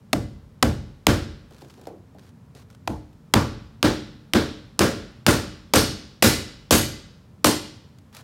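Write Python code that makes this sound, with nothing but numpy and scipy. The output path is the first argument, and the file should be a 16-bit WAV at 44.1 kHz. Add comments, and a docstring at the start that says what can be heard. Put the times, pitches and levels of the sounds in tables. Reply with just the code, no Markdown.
"""Mallet on a sliding glass door

A small room, one microphone near the door, a low rumble behind. A mallet drives a plastic block
against the metal frame, thirteen blows. Each is a sharp crack, then the pane booms and the frame rings;
the later, harder blows set the rail rattling. In a pause, and again at the end, the block is shifted
and set down with small knocks and scuffs."""
import sys
import numpy as np
from scipy import signal
from scipy.fft import rfft, irfft
from scipy.io import wavfile
from scipy.ndimage import uniform_filter1d

SR = 44100
rng = np.random.default_rng(int(sys.argv[2]) if len(sys.argv) > 2 else 0)


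def generate_wav(signal):
    """Clip the signal to [-1, 1] and save it as 16-bit WAV at the path in sys.argv[1]."""
    frames = np.transpose(np.atleast_2d(signal))
    scaled = np.clip(frames, -1, 1) * 32767
    pcm = np.round(scaled).astype(np.int16)
    wavfile.write(sys.argv[1], SR, pcm)


N = 363052

# rumble of the room: f/Hz, relative density/dB
ROOM_SPECTRUM = [(15, -48), (25, -26.5), (87, 3), (123, 3.5), (242, -4), (344, -22), (439, -9.5),
                 (624, -25), (796, -20), (2480, -33.5), (4740, -37), (14800, -46.5), (16000, -52.5)]
# the block touches the frame: t/s, relative knock level/dB, relative tick level/dB
BLOCK_TOUCHES = [(1.508, -41, -54), (1.62, -37.5, -49.5), (1.776, -41.5, -60), (1.813, -44, -51),
                 (1.87, -26, -44), (2.147, -40, -65), (2.55, -45, -50), (2.71, -55, -57),
                 (3.13, -65, -60.5), (8.148, -60, -40), (8.167, -46, -38)]
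# the block slides: t/s, length/s, hiss level/dB, slip rate/Hz
BLOCK_SLIDES = [(1.471, 0.43, -62, 55), (2.181, 0.13, -62, 25), (2.548, 0.092, -56.5, 40),
                (2.7, 0.052, -67, 90), (7.932, 0.22, -79, 8), (8.127, 0.096, -51, 70)]
# a light knock of the block: f/Hz, relative density/dB
KNOCK_SPECTRUM = [(150, -12), (330, 13.5), (500, 7.5), (800, 1.5), (1300, -38), (4000, -52)]
# plastic rubbing on paint: f/Hz, relative density/dB
SCUFF_SPECTRUM = [(200, -25), (700, 8), (1500, 9), (2300, 3.5), (4400, 4.5), (7500, -2), (10000, -5),
                  (16000, -11)]
# lingering sound of door and room: f/Hz, T60/s
LATE_T60 = [(60, 0.95), (300, 0.5945), (1200, 0.77), (4200, 0.71), (8000, 0.4967), (15000, 0.28)]
# how much of a blow lingers: f/Hz, share/dB
LATE_SHARE = [(60, -7), (300, -11), (1000, -20.5), (4200, -7.5), (15000, -15)]
# close clusters of resonances in the thin rail: f/Hz, relative level/dB
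RAIL_RESONANCES = [(2032, -1), (2466, -16), (2950, -1), (3330, -7), (4010, -5.5), (4380, 0.5), (4440, -2),
                   (4655, -1.5), (4950, -2), (5011, -5.5), (5110, -5.5), (5200, -3), (5510, -3),
                   (6301, -8.5), (6850, -9.5), (7620, -6), (8397, 6), (8528, 0), (11320, 2.5),
                   (11480, -2.5), (11802, -2.5), (13710, -13)]
# chatter of the rail: f/Hz, relative density/dB
RATTLE_SPECTRUM = [(1000, -12.5), (2500, 0.5), (5000, 1), (7000, 0.5), (8500, -0.5), (10000, -3.5),
                   (11700, -4), (13500, -4), (16000, -14)]
# driven into its track, the door chatters more and the crack gains a hollow clack:
# t/s, relative rattle level/dB, clack lift/dB
TRACK_GRIP = [(1.07, -40.5, -1.5), (4.33, -44.5, -1.5), (4.79, -37.5, -7), (5.261, -33, 8.5),
              (5.74, -29, 11.5), (6.22, -25.5, 7), (7.44, -25.5, 6)]
# resonances of pane and frame: f/Hz, relative level/dB
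DOOR_RESONANCES = [(78, -2), (90, -1.5), (116, -0.5), (139, -5.5), (170, -2), (191, -5.5), (215, 2),
                   (236, -2.5), (250, -8.5), (304, 3), (358, -5.5), (432, -8.5), (487, -16), (530, -8),
                   (575, -8), (701, -14.5), (860, -15), (1144, -12.5), (1300, -20), (1381, -13.5),
                   (1459, -12), (1541, -15.5), (1619, -15.5)]
# dense ringing of the door in the room: f/Hz, relative density/dB
WASH_SPECTRUM = [(25, -29.5), (45, 1.5), (80, 1), (150, 1), (230, 1.5), (350, 2), (600, -9), (1000, -14.5),
                 (1500, -13), (2000, -18.5), (3400, -21.5), (5000, -22.5), (7000, -29), (11000, -38),
                 (16000, -40.5)]
# block slamming on frame: f/Hz, relative density/dB
CRACK_SPECTRUM = [(60, -16.5), (200, 4.5), (400, -2), (1200, -5), (2200, -6.5), (3300, -7), (6000, -11.5),
                  (11000, -15), (16000, -22)]
# centres of boom, knock, clang and ring: f/Hz
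REGISTER_CENTRES = [80, 300, 1200, 4200]
# mallet blows: t/s, force/dB, relative crack level/dB, crack length/s,
# f/Hz that the strike point favours, its lift/dB
MALLET_BLOWS = [(0.13, -9.5, -13.5, 0.0062, 634, 7.5), (0.626, -4.7, -10, 0.0064, 790, 6),
                (1.0677, 0.6, -9.5, 0.0024, 1250, 0.5), (2.875, -14.5, -21.5, 0.0051, 807, 18),
                (3.3378, -0.13, -9.5, 0.0046, 1010, 8.5), (3.828, 1, -15.5, 0.0022, 3750, 3),
                (4.3351, 0.73, -16, 0.0019, 3720, 3.5), (4.792, 2.5, -15, 0.0015, 496, 3.5),
                (5.2646, 3, -11.5, 0.0025, 1070, 1.5), (5.7365, 3, -12, 0.0042, 4890, 3.5),
                (6.224, 3, -11, 0.0046, 2000, 2.5), (6.708, 2.5, -12, 0.0036, 11400, 4),
                (7.4442, -0.04, -10, 0.0047, 904, 7.5)]

AGE = np.arange(SR) / SR   # seconds since a contact
EDGES = np.geomspace(22, 17000, 25)   # noise bands, Hz
CENTRES = np.sqrt(EDGES[1:] * EDGES[:-1])
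SEATED_S = 7.0   # from here on the door is home and the pane is held
SEATED_BOOM_DB, SEATED_RATTLE_SHARE = -11.5, 0.75


def from_db(db):
    """Decibels to gain."""
    return 10 ** (np.asarray(db) / 20)


def rms_one(x):
    """Scale to rms 1."""
    return x / np.sqrt(np.mean(x ** 2) + 1e-20)


def at_hz(points, hz):
    """Read a table on a log-frequency axis."""
    table_hz, values = np.transpose(points)
    return np.interp(np.log(hz), np.log(table_hz), values)


def hump(hz, centre_hz, octaves=0.28):
    """Bell curve of height 1 around a pitch."""
    return np.exp(-(np.log2(hz / centre_hz) / octaves) ** 2)


def add(out, s, sound):
    """Mix a sound in at time s."""
    at = max(int(s * SR), 0)
    out[at:at + len(sound)] += sound[:max(N - at, 0)]


def noise_bands(count):
    """Noise split in bands, neighbours unrelated."""
    white = rng.standard_normal((2, count))
    filters = [signal.butter(2, edge, "band", fs=SR, output="sos") for edge in zip(EDGES, EDGES[1:])]
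    return np.array([signal.sosfilt(sos, white[k % 2]) for k, sos in enumerate(filters)])


def band_gains(spectrum):
    """Gains that give the bands this spectrum and about rms 1 in sum."""
    gain = from_db(at_hz(spectrum, CENTRES))
    return gain / np.sqrt(np.sum(gain ** 2 * np.diff(EDGES)) * 2 / SR)


def colour(x, spectrum, size=2048):
    """Minimum-phase filter that keeps the power of white noise."""
    gain = from_db(at_hz(spectrum, np.fft.rfftfreq(size, 1 / SR) + 1))
    cepstrum = irfft(np.log(rms_one(gain)))
    cepstrum[1:size // 2] *= 2
    cepstrum[size // 2 + 1:] = 0
    return signal.fftconvolve(x, irfft(np.exp(rfft(cepstrum))))[:len(x)]


def room_tone(level_db):
    """The steady low rumble of the room, all around the microphone."""
    return from_db(level_db) * (band_gains(ROOM_SPECTRUM) @ noise_bands(N))


def block_knocks(knock_db, tick_db):
    """The block taps the frame: a low knock and a tick, each with a short room tail."""
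    out = np.zeros(N)
    contact = np.exp(-AGE / 0.0026)
    tail = from_db(-12.5) * np.exp(-AGE / 0.052)
    for s, low_db, high_db in BLOCK_TOUCHES:
        bands = noise_bands(SR)
        knock = (band_gains(KNOCK_SPECTRUM) @ bands) * (contact + tail)
        tick = (band_gains(SCUFF_SPECTRUM) @ bands) * (contact + tail / 2)
        add(out, s, from_db(low_db + knock_db) * knock + from_db(high_db + tick_db) * tick)
    return out


def block_scuffs(loudest_slip_db):
    """Plastic slides on paint: a hiss dotted with dry stick-slip ticks."""
    out = np.zeros(N)
    for s, length_s, hiss_db, per_s in BLOCK_SLIDES:
        grip = rms_one(uniform_filter1d(rng.standard_normal(SR), 400))   # friction catches and lets go
        hiss = rms_one(colour(rng.standard_normal(SR) * from_db(1.8 * grip), SCUFF_SPECTRUM))
        stroke = np.sqrt(np.abs(np.sin(np.pi * np.minimum(AGE / length_s, 1))))
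        add(out, s, from_db(hiss_db) * hiss * stroke)
        for delay_s, size_db in rng.random((int(per_s * length_s), 2)) * [length_s, -12]:
            slip = colour(rng.standard_normal(1024) * np.exp(-AGE[:1024] / 0.003), SCUFF_SPECTRUM)
            add(out, s + delay_s, from_db(loudest_slip_db + size_db) * slip)
    return out


def room_decay(hz, early_t60_s=0.28, swell_s=0.017):
    """One envelope per pitch: vibration spreads through door and room, drops fast, then lingers."""
    share = np.clip(from_db(at_hz(LATE_SHARE, hz)), 0, 1)[:, None]
    late = from_db(-60 * AGE / at_hz(LATE_T60, hz)[:, None])
    early = from_db(-60 * AGE / early_t60_s)
    swell = 1 - 0.87 * np.exp(-(AGE / swell_s) ** 4)   # weak until the first reflections return
    return (share * late + (1 - share) * early) * swell


def resonances(modes, envelopes):
    """Each resonance is a close pair of decaying partials that beat."""
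    hz, db = np.transpose(modes)
    split_hz = np.minimum(45, 0.025 * hz) * rng.uniform(-1, 1, len(hz))
    beat = 1 + 0.75 * np.exp(2j * np.pi * (split_hz[:, None] * AGE + rng.random((len(hz), 1))))
    gain = rms_one(from_db(db)) / np.sqrt(len(hz))
    return gain[:, None] * envelopes * beat * np.exp(2j * np.pi * hz[:, None] * AGE)


def strike(partials, db, scatter_db):
    """Every blow meets each resonance with a strength and phase of its own."""
    strength = from_db(db + scatter_db * rng.standard_normal(len(partials)))
    phase = np.exp(2j * np.pi * rng.random(len(partials)))
    return ((strength * phase) @ partials).real


def track_response(s, force_db):
    """Rattle dB, rattle length and clack dB, from the force and how far the door is driven in."""
    times, grips_db, clacks_db = np.transpose(TRACK_GRIP)
    length_s = 0.04 * from_db(0.7 * force_db) * (SEATED_RATTLE_SHARE if s > SEATED_S else 1)
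    return force_db + np.interp(s, times, grips_db), length_s, np.interp(s, times, clacks_db)


def rail_rattle(length_s, lift_db, envelopes, per_s=2000, surge_db=2.5, swing_s=0.024):
    """The rail chatters on glass and track: tiny metal contacts, surging as the pane swings back."""
    metal = (band_gains(RATTLE_SPECTRUM) * from_db(lift_db)) @ (noise_bands(SR) * envelopes)
    contacts = (rng.random(SR) < per_s / SR) * rng.choice([-1, 1], SR) * from_db(rng.standard_normal(SR))
    contacts *= np.exp(-(AGE / length_s) ** 4) * from_db(surge_db * np.cos(2 * np.pi * AGE / swing_s))
    contacts[0] += 1
    contacts /= np.linalg.norm(contacts)
    direct = from_db(1.5) * np.linalg.norm(metal) * colour(contacts, RATTLE_SPECTRUM)
    return signal.fftconvolve(contacts, metal)[:SR] + direct


def door_wash(door_noise, db, envelopes):
    """The door's dense modes ring in the room; half of the sound repeats from blow to blow."""
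    bands = (door_noise + noise_bands(SR)) / np.sqrt(2) * envelopes
    return (band_gains(WASH_SPECTRUM) * from_db(db)) @ bands


def blow_spectrum(s, force_db, crack_db):
    """The crack launches the pane's boom; clang and ring outgrow the force, so harder is brighter."""
    boom_db = 9 + crack_db + SEATED_BOOM_DB * (s > SEATED_S)
    knock_db = -0.37 + 0.85 * force_db
    clang_db = 2 + 1.63 * force_db
    ring_db = 1.6 * force_db
    return list(zip(REGISTER_CENTRES, [boom_db, knock_db, clang_db, ring_db]))


def crack(lift_db, bright_hz, length_s, travel_s=0.00078, count=2048):
    """The block slams on the frame. Bending waves carry the treble first, so the crack sweeps down."""
    slowness = np.sqrt(1000 / CENTRES)[:, None]
    t = np.maximum(AGE[:count] - travel_s * (slowness - slowness[-1]), 0)
    attack = 1 - np.exp(-t / 0.000067)
    fade = np.exp(-(t / (length_s * np.maximum(slowness, 0.8))) ** 2)
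    burst = noise_bands(count) * attack * fade
    burst /= np.sqrt(np.sum(burst ** 2, axis=1, keepdims=True) + 1e-20)
    gain = from_db(at_hz(CRACK_SPECTRUM, CENTRES) + lift_db)
    gain *= np.sqrt(np.diff(EDGES) / (1 + (CENTRES / bright_hz) ** 2))
    sound = np.pad(gain @ burst, (0, SR - count))
    return sound / np.sqrt(np.sum(sound ** 2) / (0.0048 * SR))


def block_impact(crack_db, lift_db, length_s, shove_hz=282, shove_s=0.0013):
    """The crack, and a short low wave as the frame jumps; little of it reaches below 150 Hz."""
    bright_hz = 5600 * from_db(0.44 * (crack_db + 14.5))   # stronger cracks are brighter
    shove = np.sin(2 * np.pi * shove_hz * AGE) * AGE / shove_s * np.exp(1 - AGE / shove_s)
    impact = from_db(2) * crack(lift_db, bright_hz, length_s) + from_db(-5.5) * shove
    bass_cut = signal.butter(2, 150, "high", fs=SR, output="sos")
    return from_db(crack_db) * signal.sosfilt(bass_cut, impact + 1e-18)


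def mallet_blows(wash_db, door_db, rail_db, rattle_db, zing_db):
    """Each blow cracks, rings pane, frame and rail, and rattles; the block's place favours one pitch."""
    out, envelopes = np.zeros(N), room_decay(CENTRES)
    door_hz, rail_hz = np.array(DOOR_RESONANCES)[:, 0], np.array(RAIL_RESONANCES)[:, 0]
    door = resonances(DOOR_RESONANCES, room_decay(door_hz))
    rail_t60_s = 0.82 * at_hz(LATE_T60, rail_hz)[:, None]
    rail = resonances(RAIL_RESONANCES, from_db(-60 * AGE / rail_t60_s))
    door_noise = noise_bands(SR)
    for s, force_db, crack_db, length_s, favoured_hz, lift_db in MALLET_BLOWS:
        drive = blow_spectrum(s, force_db, crack_db)
        chatter_db, chatter_s, clack_db = track_response(s, force_db)
        band_lift, door_lift, rail_lift = (lift_db * hump(hz, favoured_hz)
                                           for hz in (CENTRES, door_hz, rail_hz))
        clack_lift = clack_db * hump(CENTRES, centre_hz=580, octaves=0.83)
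        add(out, s, block_impact(crack_db, band_lift + clack_lift, length_s))
        add(out, s, door_wash(door_noise, at_hz(drive, CENTRES) + band_lift + wash_db, envelopes))
        add(out, s, strike(door, at_hz(drive, door_hz) + door_lift + door_db, scatter_db=1.5))
        rail_drive_db = at_hz(drive, rail_hz) + at_hz(WASH_SPECTRUM, rail_hz)
        add(out, s, strike(rail, rail_drive_db + rail_lift + rail_db, scatter_db=4.5))
        add(out, s, from_db(chatter_db + rattle_db) * rail_rattle(chatter_s, band_lift, envelopes))
        # the chatter pumps the rail's resonances, which sing on, most of all near the favoured pitch
        zing = strike(rail, 2 * rail_lift + chatter_db + zing_db, scatter_db=0)
        add(out, s + chatter_s / 2, zing * np.minimum(AGE / chatter_s, 1))
    return out


def scene():
    """Room tone, blows and the handling of the block, in mono at the microphone."""
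    room = room_tone(level_db=-50)
    blows = mallet_blows(wash_db=-12, door_db=-12, rail_db=-18, rattle_db=8, zing_db=-2.5)
    handling = block_knocks(knock_db=3.5, tick_db=3) + block_scuffs(loudest_slip_db=-47)
    return (room + blows + handling)[None]


def record(dry):
    """The loudest peaks are rounded off; the top is cut at 15.8 kHz."""
    rounded = 1.064 * np.tanh(dry / 0.96)
    return signal.sosfilt(signal.ellip(10, 0.2, 80, 15800, fs=SR, output="sos"), rounded)


dry = scene()
out = record(dry)
generate_wav(out)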